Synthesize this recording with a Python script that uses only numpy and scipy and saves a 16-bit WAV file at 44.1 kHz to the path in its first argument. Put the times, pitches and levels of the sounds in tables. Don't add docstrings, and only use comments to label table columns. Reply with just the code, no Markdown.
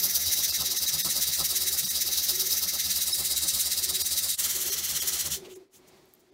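import sys
import numpy as np
from scipy import signal
from scipy.fft import rfft, irfft, next_fast_len
from scipy.io import wavfile
from scipy.ndimage import uniform_filter1d

SR = 44100
rng = np.random.default_rng(int(sys.argv[2]) if len(sys.argv) > 2 else 0)


def volts_from_decibels(level):
    exponent = np.asarray(level, float) / 20
    return 10 ** exponent


def generate_wav(sig):
    pcm = np.round(np.clip(np.atleast_2d(sig).T, -1, 1) * 32767).astype(np.int16)
    wavfile.write(sys.argv[1], SR, pcm)


N = 279153
T = np.arange(N) / SR
F = np.fft.rfftfreq(N, 1 / SR) + 1e-3
RIM_S = 4.366


def unit(x):
    return x / np.sqrt(np.mean(x ** 2))


def slope(points):
    hz, db = np.transpose(points)
    return volts_from_decibels(np.interp(np.log(F), np.log(hz), db))


def modes(rows):
    response = 0
    for k, (hz, width, db) in enumerate(rows):
        peak = 1j * F * width / (hz ** 2 - F ** 2 + 1j * F * width)
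        response = response + (-1) ** k * volts_from_decibels(db) * peak
    return response


def colour(x, response):
    return irfft(rfft(x) * response / np.sqrt(np.mean(np.abs(response) ** 2)), N)


def walk(rate):
    k = int(SR / rate)
    steps = np.repeat(rng.standard_normal(N // k + 1), k)
    return 0.89 * uniform_filter1d(uniform_filter1d(steps, k), k)[:N]


def grit(spread_db, patchy_db, rate):
    size = volts_from_decibels(spread_db * rng.exponential(size=N) + patchy_db * walk(rate))
    return unit(size * rng.standard_normal(N))


def sustained(rows, steady):
    x = colour(rng.standard_normal(N), modes(rows) ** 2)
    swell = np.abs(signal.hilbert(x, next_fast_len(N))[:N])
    return unit(x / (swell + .2) ** steady)


def bursts(rows, rise_db_s, fall_db_s, rest_db):
    db = []
    for s, top_db, hold, *_ in rows:
        rise = rise_db_s * np.maximum(s - T, 0)
        fall = fall_db_s * np.maximum(T - s - hold, 0)
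        db.append(top_db - rise - fall)
    return volts_from_decibels(np.maximum(np.max(db, axis=0), rest_db))


# (time [s], level [dB], hold [s])
THROBS = [(0, -56, 0.051), (.65, -54.5, .1), (1.2, -67, .2), (1.53, -54, 0.18), (2.05, -54.5, .05),
          (2.31, -49.5, 0.15), (2.5, -56, 0.067), (3.15, -58, 0.18), (3.82, -53, 0.18), (4.55, -50.5, 0.2),
          (4.97, -55, .02), (5.04, -54, 0.097), (5.37, -48, 0.22), (5.8, -62.5, 0.25), (6.21, -65.5, .04),
          (6.31, -58, .05)]
# (frequency [Hz], width [Hz], level [dB])
APPLIANCE_MODES = [(373.9, 41, 0.5), (306.5, 13, -5.5), (440, 70, -17.5), (676, 370, -17), (263, 26, -10)]


def appliance():
    pulse_hz, pulse_db = 20.7, 4
    peak_s = np.where(T < 5.69, 5.431, 5.895)
    pulse = pulse_db * np.cos(2 * np.pi * pulse_hz * (T - peak_s))
    throb = bursts(THROBS, rise_db_s=450, fall_db_s=131, rest_db=-68)
    return sustained(APPLIANCE_MODES, steady=0.85) * throb * volts_from_decibels(-0.44 + 1.2 * walk(45) + pulse)


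# (frequency [Hz], level [dB per Hz])
ROOM_COLOUR = [(18, -43), (30, -18), (80, -11), (270, -5.5), (450, -12.5), (640, -9.5), (860, -13),
               (1600, -19.5), (2100, -17), (2800, -22), (4300, -19.5), (6500, -25), (9000, -29),
               (16000, -33)]
# (time [s], level [dB])
ROOM_LEVEL = [
    (0, -53.5),
    (5.3, -63.5),
    (5.45, -52),
    (5.58, -61),
    (5.76, -63.5),
    (5.95, -59),
    (6.15, -65),
    (6.33, -67),
]


def room_tone():
    s, db = np.transpose(ROOM_LEVEL)
    tone = colour(rng.standard_normal(N) * volts_from_decibels(0.97 * walk(6.0)), slope(ROOM_COLOUR))
    return tone * volts_from_decibels(np.interp(T, s, db))


# (time of full speed [s], push rasp [dB], pull rasp [dB], brightness [dB], finger place [-1 far .. 1 near])
FIELD_HAND = [(.047, -21.5, -26, 15, 0.95), (.388, -24.5, -22, -1, 0.5), (.719, -24, -23.5, -1.5, 0.42),
              (1.054, -24.5, -23.5, 0.5, 0.0018), (1.397, -24, -22, 2.5, -0.13),
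              (1.736, -25, -22.5, 10.5, 0.066), (2.074, -24.5, -25, -4, 0.31),
              (2.411, -20.5, -27, 13.5, 0.77), (2.746, -25.5, -23.5, -3.5, 0.35),
              (3.081, -25.5, -24, 0.5, -0.61), (3.433, -26, -24, -9, -0.84),
              (3.783, -25.5, -23.5, -5, -0.42), (4.126, -25.5, -25, -1.5, -.6),
              (4.476, -25, -25.5, 2, -0.93)]
RIM_HAND = [
    (4.341, -25, -25, 19, 0.017),
    (4.673, -26.5, -25.5, 2, 0.023),
    (5.021, -25.5, -23.5, 3, -0.15),
    (5.384, -25.5, -27.5, -6, -0.11),
]
# (push level [dB], pull level [dB])
DRUM_DB = [(-51, -62.5), (-53, -62)]
# (push level [dB], pull level [dB])
COUNTER_DB = [(-49.5, -62), (-51.5, -63)]
# (time [s], rasp change [dB], counter change [dB])
UNEVEN = [(.047, .1, -13), (.104, 0.9, -3), (.215, -1.5, 9), (.275, -0.6, 3), (.555, -0.5, 4),
          (.665, -2.5, 8), (.719, -0.9, -9), (.771, -0.6, -6), (.89, .1, -9), (1.165, -0.4, -6),
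          (1.228, 0.7, 8), (1.454, -1.1, 7), (1.506, -1.3, -2), (1.846, -1.4, -6), (1.91, -4, 6),
          (2.074, -0.8, -4), (2.24, 0, -7), (2.411, -1.1, -9), (2.522, -0.7, -2), (2.58, -0.3, 1),
          (2.694, 0.7, -9), (2.746, -1.1, -5), (3.144, 0.5, -7), (3.374, -0.5, 9), (3.494, 0.5, -10.5),
          (3.725, -0.3, -4), (4.62, -1, -8), (4.84, -1, 4), (5.265, -3, 1), (5.328, 0, 12)]
PULL_AT = 0.51
DRUM_SCATTER_DB, COUNTER_SCATTER_DB = (0.64, 1.2), (1.1, 1.5)
RASP_SCATTER_DB, TURN_DB, TURN_SCATTER_DB = .4, -8, 1.6


def hand():
    rows, every = [], 3
    for rim, table in enumerate((FIELD_HAND, RIM_HAND)):
        cycle = np.arange(-1, every * (len(table) - 1) + 1) / every
        columns = [np.interp(cycle, np.arange(len(table)), c) for c in np.transpose(table)]
        s, push_db, pull_db, bright_db, place = columns
        s[0] = 2 * s[1] - s[2]
        for pull, db in enumerate((push_db, pull_db)):
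            at = s[:-1] + pull * PULL_AT * np.diff(s)
            luck = rng.standard_normal((len(at), 4)).T
            heavy_db = 0
            for knock_s, _, _, extra_db in KNOCKS:
                heavy_db = heavy_db + extra_db * (np.abs(at - knock_s) < .04) * (1 - pull)
            direction = at * 0 + 2 * pull - 1
            rasp_db = db[:-1] + RASP_SCATTER_DB * luck[0]
            dip_db = TURN_DB + TURN_SCATTER_DB * luck[1]
            drum_db = DRUM_DB[rim][pull] + DRUM_SCATTER_DB[pull] * luck[2] + heavy_db
            counter_db = COUNTER_DB[rim][pull] + COUNTER_SCATTER_DB[pull] * luck[3] + .5 * heavy_db
            row = np.array([at, direction, rasp_db, dip_db, bright_db[:-1], place[:-1], drum_db, counter_db]).T
            rows.append(row[(at >= RIM_S) == rim])
    rows = np.concatenate(rows)
    for s, rasp_db, counter_db in UNEVEN:
        rows[np.argmin(np.abs(rows[:, 0] - s)), [2, 7]] += rasp_db, counter_db
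    return rows[np.argsort(rows[:, 0])]


def strokes(rows, late):
    s, *columns = np.transpose(rows)
    phase = np.interp(T, s + late, np.arange(len(s)))
    glide = phase - np.sin(2 * np.pi * phase) / (2 * np.pi)
    return np.sin(np.pi * phase) ** 2, [np.interp(glide, np.arange(len(s)), c) for c in columns]


# (frequency [Hz], level [dB per Hz])
FLAT_RASP = [(1000, -65), (1220, -31), (1300, -24), (2100, -18.5), (2500, -19.5), (3400, -12.5),
             (3900, -11), (6300, -8.5), (7100, -6.5), (10400, -7.5), (14700, -3.5), (16000, -10)]
RIM_RASP = [(1000, -21.5), (1300, -13), (2000, -13.5), (2500, -13), (3050, -5), (4960, -6.5), (5900, 1.5),
            (8260, -3.5), (15200, -2.5), (16000, -4.5)]
# (frequency [Hz], width [Hz], level over the rasp [dB])
FLAT_MODES = [(1820, 140, 3.5), (2080, 110, 4.5), (2670, 14, 9), (3363, 17, 3), (3870, 127, 13),
              (4280, 70, 6.5), (4754, 230, 9.5), (5240, 160, 8.5), (5756, 91, 11), (6194, 147, 10),
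              (6780, 54, 4.5), (8250, 49, -6.5), (9010, 740, 1), (11100, 310, 1)]
RIM_MODES = [(1990, 230, 7), (3060, 415, -0.5), (4230, 290, 4), (5760, 2100, 1.5), (7760, 160, -9),
             (11300, 360, 1)]
EDGES_HZ = [1700, 2400, 4400, 5500, 6700, 10500]
# (on the field [dB], at the rim [dB], per unit of finger place [dB])
LOW_ON_PULL, MIDDLE_ON_PUSH = (3.2, -0.28, 3.5), (2.23, .6, .1)
UPPER_RING, LOW_TREBLE = (-1.2, -3, 3.8), (.1, .1, -5)


def rasp(rows):
    turn, (pull, db, dip_db, treble_db, finger, _, _) = strokes(rows, 0)

    def shift(field_db, rim_db, per_place_db):
        return np.where(T < RIM_S, field_db, rim_db) + per_place_db * finger

    low_db = shift(*LOW_ON_PULL) * pull
    middle_db = shift(*MIDDLE_ON_PUSH) * pull
    dip_db = dip_db * turn ** 1.15
    ring_db = 0.7 * dip_db - 0.1 * treble_db
    hiss_db = 1.18 * dip_db + 0.12 * treble_db - .2
    part_db = [0.16 * dip_db, low_db + 0.44 * dip_db, ring_db, ring_db - middle_db,
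               ring_db + shift(*UPPER_RING) + middle_db, hiss_db + shift(*LOW_TREBLE), hiss_db]
    grains = grit(1.5, 0.94, 180) * volts_from_decibels(db + 0.19)
    spectrum = 0
    for place, shape, peaks in ((T < RIM_S, FLAT_RASP, FLAT_MODES), (T >= RIM_S, RIM_RASP, RIM_MODES)):
        ringing = sum(np.abs(modes([peak])) ** 2 for peak in peaks)
        spectrum = spectrum + rfft(colour(grains * place, slope(shape) * np.sqrt(1 + ringing)))
    above = [1] + [1 / (1 + (hz / F) ** 24) for hz in EDGES_HZ] + [0]
    out = 0
    for k, gain_db in enumerate(part_db):
        part = irfft(spectrum * (above[k] - above[k + 1]), N)
        out = out + part * volts_from_decibels(gain_db + 1.09 * walk(25.16))
    return out


def walls(paper):
    t = np.arange(SR // 4) / SR
    tail = rng.standard_normal(len(t)) * np.exp(-np.log(1000) * t / 0.19) * (t > .003)
    wet = signal.fftconvolve(paper, tail / np.sqrt(np.sum(tail ** 2)))[:N]
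    return volts_from_decibels(-14.0) * colour(wet, 1 / (1 + 1j * F / 8700))


HAND_LATE_S = .007
# (frequency [Hz], width [Hz], level [dB])
DRUM_MODES = [(216, 31, -2.5), (328, 93, -2), (503, 31, -1.5), (567, 43, 1), (706, 31, -1.5),
              (784, 34, 0.5), (1073, 70, 0), (1124, 65, -1), (1294, 63, 3.5)]


def drumming(rows):
    turn, (*_, drum_db, _) = strokes(rows, HAND_LATE_S)
    pressure = grit(1.4, 1.6, 60) * volts_from_decibels(drum_db + 1.5 - 0.35 * turn)
    return colour(pressure, modes(DRUM_MODES) / (1 + (F / 1400) ** 8))


def counter_shake(rows):
    _, (*_, counter_db) = strokes(rows, HAND_LATE_S)
    hz = 76.7 * (1 + 0.095 * walk(30))
    hum = np.sin(2 * np.pi * np.cumsum(hz) / SR) * volts_from_decibels(counter_db + 2.5 + 1.9 * walk(60))
    rumble = colour(rng.standard_normal(N) * volts_from_decibels(counter_db - 19), 1 / (1 + (F / 90) ** 4))
    return hum + rumble


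# (time [s], level [dB], hold [s], extra drumming [dB])
KNOCKS = [(0.034, -52, 0.038, 2.1), (0.607, -44, .005, 5.5), (0.943, -46.5, .04, 2.5),
          (1.063, -43, .005, 4), (1.19, -50, .005, 5.5), (1.29, -48.5, .005, -2), (1.414, -45, .01, 7.5),
          (1.844, -45, .005, -1.5), (2.66, -51.5, 0.018, 1.2), (2.892, -48, .005, -0.5),
          (3.202, -51, .02, 2.5), (3.44, -52, 0.038, 1), (3.547, -51, .01, 4), (3.928, -52.5, 0.025, 2),
          (4.945, -48, .005, .1), (5.15, -63, .01, 1), (5.278, -47, .04, 6.5)]
# (frequency [Hz], width [Hz], level [dB])
KNOCK_MODES = [(140.6, 24, 0.014), (183.7, 26, 0.0038)]


def knocking():
    gain = bursts(KNOCKS, rise_db_s=451, fall_db_s=298.5, rest_db=-59.5)
    return sustained(KNOCK_MODES, steady=1.0) * gain * (T < 5.45)


# (time [s], half width [s], hiss [dB], dull scuff [dB])
BRUSH = [
    (5.458, 0.013, -54, -49.5),
    (5.514, 0.022, -53, -54),
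    (5.555, 0.021, -53.5, -67),
    (5.753, 0.029, -52.5, -63),
    (5.885, 0.013, -58, -72),
    (5.975, .015, -69, -71),
    (6.13, .15, -73, -84),
    (6.205, .006, -65, -81),
]


def brushing():
    hiss_gain, dull_gain = 0, 0
    for s, half, hiss_db, dull_db in BRUSH:
        swell = np.exp(-((T - s) / half) ** 2)
        hiss_gain = hiss_gain + swell * volts_from_decibels(hiss_db)
        dull_gain = dull_gain + swell * volts_from_decibels(dull_db)
    hiss = grit(1.7, 1.5, 120) * hiss_gain
    dull = grit(1.7, 1.4, 95) * dull_gain
    hiss_colour = (1 + modes([(6500, 1800, 5.2)])) / (1 + (5000 / F) ** 4)
    return colour(hiss, hiss_colour) + colour(dull, modes([(3150, 2000, 0)]) ** 2)


# (time [s], peak level [dB], ring frequency [Hz])
TICKS = [
    (6.056, -55, 12500),
    (6.087, -60, 12500),
    (6.1377, -43, 12500),
    (6.151, -52, 12600),
    (6.195, -58, 14600),
    (6.204, -57, 15000),
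]


def paper_ticks():
    out = np.zeros(N)
    t = np.arange(600) / SR
    for s, db, hz in TICKS:
        ring = np.sin(2 * np.pi * hz * t) * np.exp(-t / 0.0019)
        click = .5 * np.diff(rng.standard_normal(len(t) + 1)) * np.exp(-t / .0006)
        start = int(s * SR)
        out[start:start + len(t)] += volts_from_decibels(db) * (ring + click)
    return out


def scene():
    last_s, lift_s = 5.33, .068
    lift = volts_from_decibels(-30 * np.clip((T - last_s) / lift_s, 0, 2) ** 1.8)
    background = appliance() + room_tone()
    rows = hand()
    paper = rasp(rows) * lift
    pressed = (drumming(rows) + counter_shake(rows)) * lift
    touches = brushing() + paper_ticks()
    return (background + paper + walls(paper) + pressed + knocking() + touches)[None]


# (time [s], half width [s], share of partials kept [0-1], level of the rest [dB])
THIN_MOMENTS = [(.511, 0.014, 0.08, -10), (.789, .011, 0.18, -14), (.873, 0.008, .08, -15),
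                (1.034, 0.016, .09, -27), (1.854, 0.008, 0.05, -19), (1.894, 0.011, .08, -14),
                (3.133, 0.011, 0.01, -15), (4.033, 0.011, .07, -14), (4.712, 0.0081, .1, -23),
                (5.011, 0.01, 0.03, -17), (5.547, 0.0065, .04, -24), (5.693, 0.0042, 0.08, -23),
                (6.311, .007, 0.09, -23)]


def thin_out(x):
    out, size = x.copy(), 1024
    window = np.hanning(size)
    for s, half, share, rest_db in THIN_MOMENTS:
        at = slice(int(s * SR) - size // 2, int(s * SR) + size // 2)
        spectrum = rfft(x[at] * np.sqrt(window))
        size_hz = np.abs(spectrum)
        rank = size_hz / uniform_filter1d(size_hz, size=61) ** .5
        kept = rank >= np.quantile(rank, np.clip(1 - share, 0, 1))
        partials = irfft(spectrum * np.where(kept, 1, volts_from_decibels(rest_db - 5)), size)
        partials *= 1.13 * np.std(irfft(spectrum, size)) / np.std(partials)
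        fade = np.clip(1.5 - np.abs(T[at] - s) / half, 0, 1) * (window > 0)
        out[at] = x[at] * np.cos(np.pi / 2 * fade) + partials * np.sin(np.pi / 2 * fade)
    return out


def band_limit(x):
    return signal.sosfilt(signal.butter(12, 17060, fs=SR, output="sos"), x)


# (time [s], half width [s], level [dB])
DIPS = [
    (4.366, 0.014, -25.5),
    (5.295, .012, -5),
    (5.69, 0.043, -11.5),
]


def record(dry):
    dip_db = sum(db * np.exp(-((T - s) / half) ** 2) for s, half, db in DIPS)
    thinned = thin_out(dry[0] * volts_from_decibels(dip_db))
    top_cut = signal.ellip(12, .3, 80, 15740, fs=SR, output="sos")
    return band_limit(signal.sosfilt(top_cut, thinned)[None])


dry = scene()
out = record(dry)
generate_wav(out)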